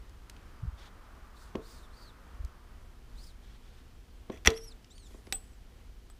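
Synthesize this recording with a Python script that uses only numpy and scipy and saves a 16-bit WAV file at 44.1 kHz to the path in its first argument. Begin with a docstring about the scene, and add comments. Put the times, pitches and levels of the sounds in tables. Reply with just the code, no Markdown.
"""A low workshop rumble is heard first, soon with light contacts of steel on a moped's aluminium casing.
Filtered noise makes the cracks, rubs, air, far traffic and hiss; decaying sines make the casing, bench and pin ring.
A tool scrapes by random slips that excite the casing's modes; soft bumps are short sways of the bench.
Thin chirps like those of small birds are gliding sines that fray into a rasp; a noise tail adds the room."""
import sys
import numpy as np
from scipy import signal
from scipy.fft import rfft, irfft, next_fast_len
from scipy.io import wavfile
from scipy.ndimage import map_coordinates

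SR = 44100
rng = np.random.default_rng(int(sys.argv[2]) if len(sys.argv) > 2 else 0)


def unload_audio(sound):
    """Save the sound as a 16-bit wav file, at the path given as the first command line argument."""
    columns = np.transpose(np.atleast_2d(sound))
    # keep every value between -1 and 1, then stretch to whole-number steps
    steps = np.round(np.clip(columns, -1, 1) * 32767)
    wavfile.write(sys.argv[1], SR, steps.astype(np.int16))


N = 272979

# modes of the aluminium casing: (frequency [Hz], relative level [dB], t60 [s])
CASING_MODES = [(838, -15, .05), (1190, -21, .04), (1480, -14, .035), (1630, -9, .016), (1985, 7, .013),
                (2352, -1, .02), (2665, -11, .026), (3060, -17, .03), (3395, 3.5, .021), (3553, -19, .04),
                (3940, -10, .025), (4290, -19, .03), (5090, -9, .022), (5830, 11.5, .010),
                (7400, -13, .016), (9050, -21, .02), (13800, -21, .015)]


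def amp(db):
    """Convert a level in decibels to a linear gain."""
    return 10 ** (np.asarray(db) / 20)


def unit(x):
    """Normalize a signal to an rms value of 1."""
    return x / np.sqrt(np.mean(x ** 2) + 1e-20)


def along(points, hz):
    """Interpolate (frequency [Hz], value) points on a logarithmic frequency axis."""
    f, v = np.transpose(points)
    return np.interp(np.log(hz + 1), np.log(f + 1), v)


def clock(count):
    """Time of each sample in seconds."""
    return np.arange(count) / SR


def wobble(rate):
    """Smooth random modulation: a spline through rate Gaussian knots a second."""
    knots = rng.standard_normal(int(N * rate / SR) + 4)
    return map_coordinates(knots, [clock(N) * rate])


def filtered(x, response):
    """Linear filtering: multiply the spectrum of x by a response of frequency."""
    m = next_fast_len(len(x) + SR // 4)
    spectrum = rfft(x, m) * response(np.fft.rfftfreq(m, 1 / SR))
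    return irfft(spectrum, m)[:len(x)]


def noise(spectrum):
    """Coloured noise of rms 1: white noise shaped by (frequency [Hz], relative level [dB per Hz])."""
    white = rng.standard_normal(N)
    return unit(filtered(white, lambda hz: amp(along(spectrum, hz))))


def gate(start, end, fade):
    """Amplitude window between two times with sine-squared edges."""
    t = clock(N)
    edge = np.clip(np.minimum(t - start, end - t) / fade, 0, 1)
    return np.sin(np.pi / 2 * edge) ** 2


def dying(t, t60):
    """Exponential decay by 60 dB in t60 seconds."""
    return np.exp(-np.log(1000) * t / t60)


def ring(modes, scatter_db):
    """Modal superposition: half a second of damped sines, excited anew in random strengths."""
    t = clock(SR // 2)
    total = np.zeros(len(t))
    for k, (hz, db, t60) in enumerate(modes):
        strength = (-1) ** k * amp(db + scatter_db * rng.standard_normal())
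        total += strength * dying(t, t60) * np.sin(2 * np.pi * hz * t)
    return total


def add(track, s, sound):
    """Superpose a sound on a track from time s."""
    part = track[max(round(s * SR), 0):][:len(sound)]
    part += sound[:len(part)]


def clanks():
    """Impact excitation: each contact cracks, and a firmer one puts a larger share into the casing's modes."""
    # steel meets the casing: (time [s], crack level [dB], crack centre [Hz], sharp-edge level [dB])
    contacts = [(0.0951, -70.5, 5000, -55), (0.2975, -45, 4041, -42), (0.3655, -54.5, 3369, -74.5),
                (1.5544, -43.5, 3000, -88), (2.4488, -66.5, 5500, -47.5), (4.2998, -47.5, 2196, -72.5),
                (4.3738, -53.5, 3208, -74), (4.45, -31.5, 2402, -57.5), (4.4568, -32, 2420, -48.5),
                (4.46, -33.5, 2810, -32.5), (4.4734, -11.5, 2700, -25), (4.5033, -33, 4792, -42.5),
                (4.5754, -46, 2970, -64.5), (4.845, -52, 3700, -68.5), (4.9801, -51.5, 4480, -64.5),
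                (5.269, -47.5, 2850, -63.5), (5.3246, -26, 3450, -27.5), (6.1, -51, 1484, -54)]
    # spectrum of a crack: (multiple of its centre [ratio], relative level [dB per Hz])
    crack_shape = [(.1, -10.5), (.4, -10), (.8, 2.5), (1.15, -2), (1.7, -5.5), (2.6, -19.5), (6, -37.5)]
    edge_spectrum = [(2000, -11.5), (5000, 6.5), (9000, 1.5), (15000, -7)]
    light_ring_db = -24.5  # ring share of a light contact, relative to its crack
    firm_db = -9  # crack level that adds a ring share of 1
    out, t = np.zeros(N), clock(SR // 2)
    crack_decay = dying(t, .018) + amp(-24.5) * dying(t, 0.15)
    for s, db, centre_hz, edge_db in contacts:
        crack = noise([(centre_hz * k, level) for k, level in crack_shape])[:len(t)] * crack_decay
        tick = noise(edge_spectrum)[:len(t)] * dying(t, 0.013)
        ring_share = np.hypot(amp(light_ring_db), amp(db - firm_db))
        casing = ring_share * ring(CASING_MODES, scatter_db=1.5)
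        add(out, s, amp(db) * (crack + casing) + amp(edge_db) * tick)
    return out


def scrapes():
    """Stick-slip friction: tiny uneven slips keep the casing's modes ringing, and each stroke eases off."""
    # the tool drags over the casing: (start [s], end [s], initial level before the fade [dB])
    strokes = [(4.316, 4.392, -56), (4.456, 4.475, -26), (4.482, 4.599, -49), (5.101, 5.194, -66.5)]
    tint = [(500, -2.5), (1700, -1.5), (2600, 5.5), (3400, 1), (5800, -8), (8000, -10), (14000, -15.5)]
    slips_per_s, fade_s, catch_db = 4000, 0.0042, 0.5  # mean slip rate, stroke edge, uneven bite
    ease_db_per_s = 92  # a stroke weakens as the tool slows
    slipping = rng.random(N) < slips_per_s / SR
    slips = rng.standard_normal(N) * slipping * amp(catch_db * wobble(120))
    ringing = signal.fftconvolve(slips, ring(CASING_MODES, scatter_db=1.5))[:N]
    grind = unit(ringing) + amp(1.0) * unit(slips)
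    grind = filtered(grind, lambda hz: amp(along(tint, hz)))
    stroke_gain = np.zeros(N)
    for start, end, db in strokes:
        easing_db = db - ease_db_per_s * np.abs(clock(N) - start)
        stroke_gain += amp(easing_db) * gate(start, end, fade_s)
    return grind * stroke_gain


def knocks():
    """Modal response to impact: the rocking engine knocks the bench and sets a loose cover singing."""
    # the engine rocks on the bench: (time [s], knock peak level [dB], cover level [dB])
    blows = [(1.5519, -24, -44.5), (4.298, -27.5, -63.5), (4.475, -19, -26), (5.108, -51.5, -69.5),
             (5.144, -43, -63.5), (5.194, -57, -71), (5.271, -44, -69), (5.326, -45.5, -57)]
    # modes of the bench: (frequency [Hz], relative level [dB], t60 [s])
    bench_modes = [(121.4, -14.5, 0.056), (232.92, 1, 0.047), (300, 0, 0.04), (383, 2, .04),
                   (515.3, -7, 0.057), (638.36, -6, 0.033), (915.75, -13, 0.04), (1083.5, -11, 0.042)]
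    cover_hz, cover_t60_s, cover_rise_s = 449, .36, .0019
    out, t = np.zeros(N), clock(SR // 2)
    cover_envelope = dying(t, cover_t60_s) * (1 - np.exp(-t / cover_rise_s))
    cover = np.sin(2 * np.pi * cover_hz * t) * cover_envelope
    for s, db, cover_db in blows:
        wood = ring(bench_modes, scatter_db=0.5)
        add(out, s, amp(db) * wood / np.abs(wood).max() + amp(cover_db) * cover)
    return out


def pin():
    """Beating of close modes: the struck steel pin rings, and a slow rise favours modes near 8 kHz."""
    # strikes on the pin: (time [s], level before grip and beating [dB], rise time [s])
    strikes = [(5.3255, -42.5, 0.0003427), (5.343, -43, 0.0048), (6.100, -69.5, 0.002699)]
    # modes of the pin: (frequency [Hz], relative level [dB], t60 [s])
    pin_modes = [(767, 5, 0.0745), (2670, -2, .1), (3372.6, 5, .055), (7864.8, -3, 0.36), (8000, -26, .28),
                 (7950, 2, 0.41615), (8027, -4, 0.48), (8084.5, 12, 0.0745), (8431, 0.5, 0.11),
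                 (13540, -10, 0.1255), (13880, -7, 0.0618), (14184, -3, .045)]
    out, t = np.zeros(N), clock(SR // 2)
    grip = amp(-11.5) + dying(t, 0.1472)  # fingers damp the first strong swing
    for s, db, rise in strikes:
        modes = []
        for hz, level, t60 in pin_modes:
            loss = 1 + np.log2(hz / 8000) ** 2 * rise / 0.002427
            modes.append((hz, level - 20 * np.log10(loss), t60))
        onset = 1 - np.exp(-(t / rise) ** 2)
        add(out, s, amp(db) * ring(modes, scatter_db=5.5) * grip * onset)
    return out * amp(2.53 * wobble(200))  # the ring beats irregularly, as in a cluttered room


def bumps():
    """Damped low-frequency sway: soft pushes move the bench for a cycle or two under a Gaussian envelope."""
    # soft bumps of the hands: (middle time [s], level [dB], sway frequency [Hz])
    pushes = [(.636, -28, 103.2), (.654, -33, 120.7), (0.684, -25.5, 58.02), (.737, -36.5, 57.92),
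              (1.583, -38, 59.74), (2.409, -31.5, 59.79), (2.450, -29, 56.55), (4.482, -18.5, 63.42)]
    half_length = 0.62  # cycles of the sway
    out = np.zeros(N)
    for s, db, hz in pushes:
        cycles = hz * (clock(N) - s)
        out += amp(db) * np.exp(-(cycles / half_length) ** 2) * np.sin(2 * np.pi * cycles)
    return out


def gloves():
    """Sliding friction: rubber on metal gives grainy swishes of coloured noise."""
    # gloves slide over metal: (start [s], end [s], level [dB])
    slides = [(0.755, 0.908, -58), (3.405, 3.595, -65.5), (3.604, 3.839, -69)]
    # spectrum of the rub: (frequency [Hz], relative level [dB per Hz])
    rub_spectrum = [(300, -6), (1500, -4), (2800, -9), (3450, -1.5), (4400, -9.5), (6000, -13),
                    (7000, -17.5), (15000, -30)]
    stroke = sum(amp(db) * gate(start, end, fade=0.04217) for start, end, db in slides)
    grain = amp(1.109 * wobble(150))
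    return stroke * unit(noise(rub_spectrum) * grain)


def arch(start, crest, end, flatness):
    """Effort envelope: a power-law arch from 0 to 1 at the crest and back."""
    distance = np.interp(clock(N), [start, crest, end], [1, 0, 1])
    return 1 - distance ** abs(flatness)


def chirps():
    """Frequency and phase modulation: effort lifts a trembling whistle, and hoarseness frays it into a rasp."""
    # chirps: (start [s], crest [s], end [s], crest pitch before the sag [Hz], flatness of the arch [exponent],
    # sag at the crest [Hz], then levels at full effort before flutter: whistle [dB], octave [dB], rasp [dB])
    calls = [(1.345, 1.425, 1.515, 4650, 1.5, 0, -69, -85, -60),
             (1.61, 1.705, 1.865, 4950, 1.5, 0, -64.5, -80, -57),
             (1.905, 2.005, 2.11, 4600, 3, 0, -63.5, -80, -66),
             (3.152, 3.253, 3.323, 5220, 1.3, 0, -62, -74, -58.5),
             (4.53, 4.61, 4.73, 5780, 3.4, 430, -55, -65, -66),
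             (4.9, 4.968, 5.08, 4570, 1.6, 0, -62.5, -64, -73),
             (5.02, 5.1, 5.22, 3800, 2, 0, -80, -80, -64), (5.14, 5.3, 5.58, 5400, 2, 0, -88, -75, -82)]
    # noise in the rasp: (frequency [Hz], relative level [dB per Hz])
    rasp_spectrum = [(2500, -26.5), (3600, -1.5), (5500, -2.5), (8000, -4), (10200, -6), (11000, -14),
                     (15000, -14.5)]
    rest_hz, sag_s = 3330, 0.019  # pitch at zero effort, half length of the sag
    whistle_swell_db, rasp_swell_db = 1.5, 12  # growth from no effort to full effort
    clean_fray, hoarse_fray = .18, .7  # phase noise [rad]: clean, and added per unit of hoarseness
    out = np.zeros(N)
    rasp = noise(rasp_spectrum)
    tremble, flutter = 1 + 0.0059 * wobble(200), amp(3.8 * wobble(70))
    fray = wobble(1100)
    for start, crest, end, crest_hz, flatness, sag_hz, whistle_db, octave_db, rasp_db in calls:
        effort = arch(start, crest, end, flatness)
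        sag = sag_hz * np.exp(-((clock(N) - crest) / sag_s) ** 2)
        pitch = rest_hz + (crest_hz - rest_hz) * effort - sag
        phase = 2 * np.pi * np.cumsum(pitch * tremble) / SR
        rasp_gain = amp(rasp_db + rasp_swell_db * (effort - 1))
        hoarse = np.clip(rasp_gain / amp(max(whistle_db, octave_db)), 0, 2)
        frayed = phase + (clean_fray + hoarse_fray * hoarse) * fray
        overtones = np.sin(2 * frayed) + amp(-6) * np.sin(1.5 * frayed)  # alternate cycles differ
        whistle = amp(whistle_db) * np.sin(frayed) + amp(octave_db) * overtones
        third_harmonic = flutter * np.sin(3 * phase + fray)
        harsh = amp(-4.5) * rasp + amp(-15.0) * third_harmonic
        whistle_gain = amp(whistle_swell_db * (effort - 1)) * flutter
        out += gate(start, end, fade=0.0046) * (whistle_gain * whistle + rasp_gain * harsh)
    return out


def workshop():
    """Stationary background: low rumble, hiss and mains hum, with far traffic that swells once and fades."""
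    # the still room: (frequency [Hz], relative level [dB per Hz])
    air_spectrum = [(12, -26), (20, 1), (61, -5), (157, -23.5), (245, -23.5), (382, -30), (416, -33),
                    (452, -27), (565, -33.5), (746, -32.5), (811, -34), (1380, -36), (1670, -37),
                    (2400, -39), (15500, -59)]
    # far traffic: (frequency [Hz], relative level [dB per Hz])
    traffic_spectrum = [(300, -9), (700, -10.5), (1200, -4.5), (1600, -9.5), (2300, -19), (5000, -38.5)]
    # steady hiss: (frequency [Hz], relative level [dB per Hz])
    hiss_spectrum = [(1000, -6.5), (2700, -5), (3080, 2), (3400, -2.5), (5000, -2.5), (7000, -7),
                     (15000, -11.5)]
    # mains lines: (frequency [Hz], mean level [dB])
    hum_lines = [(49, -58.5), (196, -72.5), (246, -72.5), (345, -75.5), (393, -74.5)]
    air_db, traffic_db, hiss_db = -51, -60.5, -71
    pass_s, pass_half_s, pass_steep = 1.4787, 1.1073, 6.4  # loudest moment, half length, flank exponent
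    t = clock(N)
    nearness = 1 / np.sqrt(1 + np.abs((t - pass_s) / pass_half_s) ** pass_steep)
    air = amp(air_db + 1.7 * wobble(7.4)) * noise(air_spectrum)
    traffic = nearness * amp(traffic_db + .5 * wobble(5.4)) * noise(traffic_spectrum)
    hiss = amp(hiss_db) * noise(hiss_spectrum)
    hum = np.zeros(N)
    for hz, db in hum_lines:
        level = amp(db + 0.62 * wobble(3.2))
        hum += level * np.sin(2 * np.pi * hz * t + 0.58 * wobble(1.1))
    return air + traffic + hiss + hum


def walls(x):
    """Reverberation: convolution with a noise tail whose decay time depends on frequency."""
    # decay of the cluttered room: (frequency [Hz], t60 [s])
    room_decay = [(100, 0.19), (500, .28), (3000, 0.15), (8000, 0.1), (15000, 0.26)]
    hz, t, z = signal.stft(rng.standard_normal(SR // 2), SR, nperseg=256)
    decay = dying(t, along(room_decay, hz)[:, None])
    tail = signal.istft(z * decay, SR, nperseg=256)[1]
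    tail = tail * (1 - np.exp(-clock(len(tail)) / 0.0012))  # soft onset
    return signal.fftconvolve(x, tail / np.linalg.norm(tail))[:N]


def scene():
    """Superposition of direct sound, room reverberation and background."""
    metal, wood, steel, birds = clanks() + scrapes(), knocks(), pin(), chirps()
    # the casing beams its main modes at the listener, so the room receives less of them
    to_room = [(1400, 2.5), (2000, -6.5), (3000, -4.0), (4500, -4), (5800, -8), (8000, -1.5)]
    spread = filtered(metal, lambda hz: amp(along(to_room, hz)))
    echo = walls(amp(-15) * spread + amp(-7.5) * wood + amp(-8.0) * steel + amp(-14.0) * birds)
    return (metal + wood + steel + birds + echo + bumps() + gloves() + workshop())[None]


def record(dry):
    """Saturation and band limiting: the highest peaks are rounded, then a steep low-pass removes the top."""
    top_hz = 15400
    rounded = dry / (1 + np.abs(dry / .85) ** 6) ** (1 / 6)
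    return np.array([filtered(x, lambda hz: 1 / (1 + (hz / top_hz) ** 120)) for x in rounded])


dry = scene()
out = record(dry)
unload_audio(out)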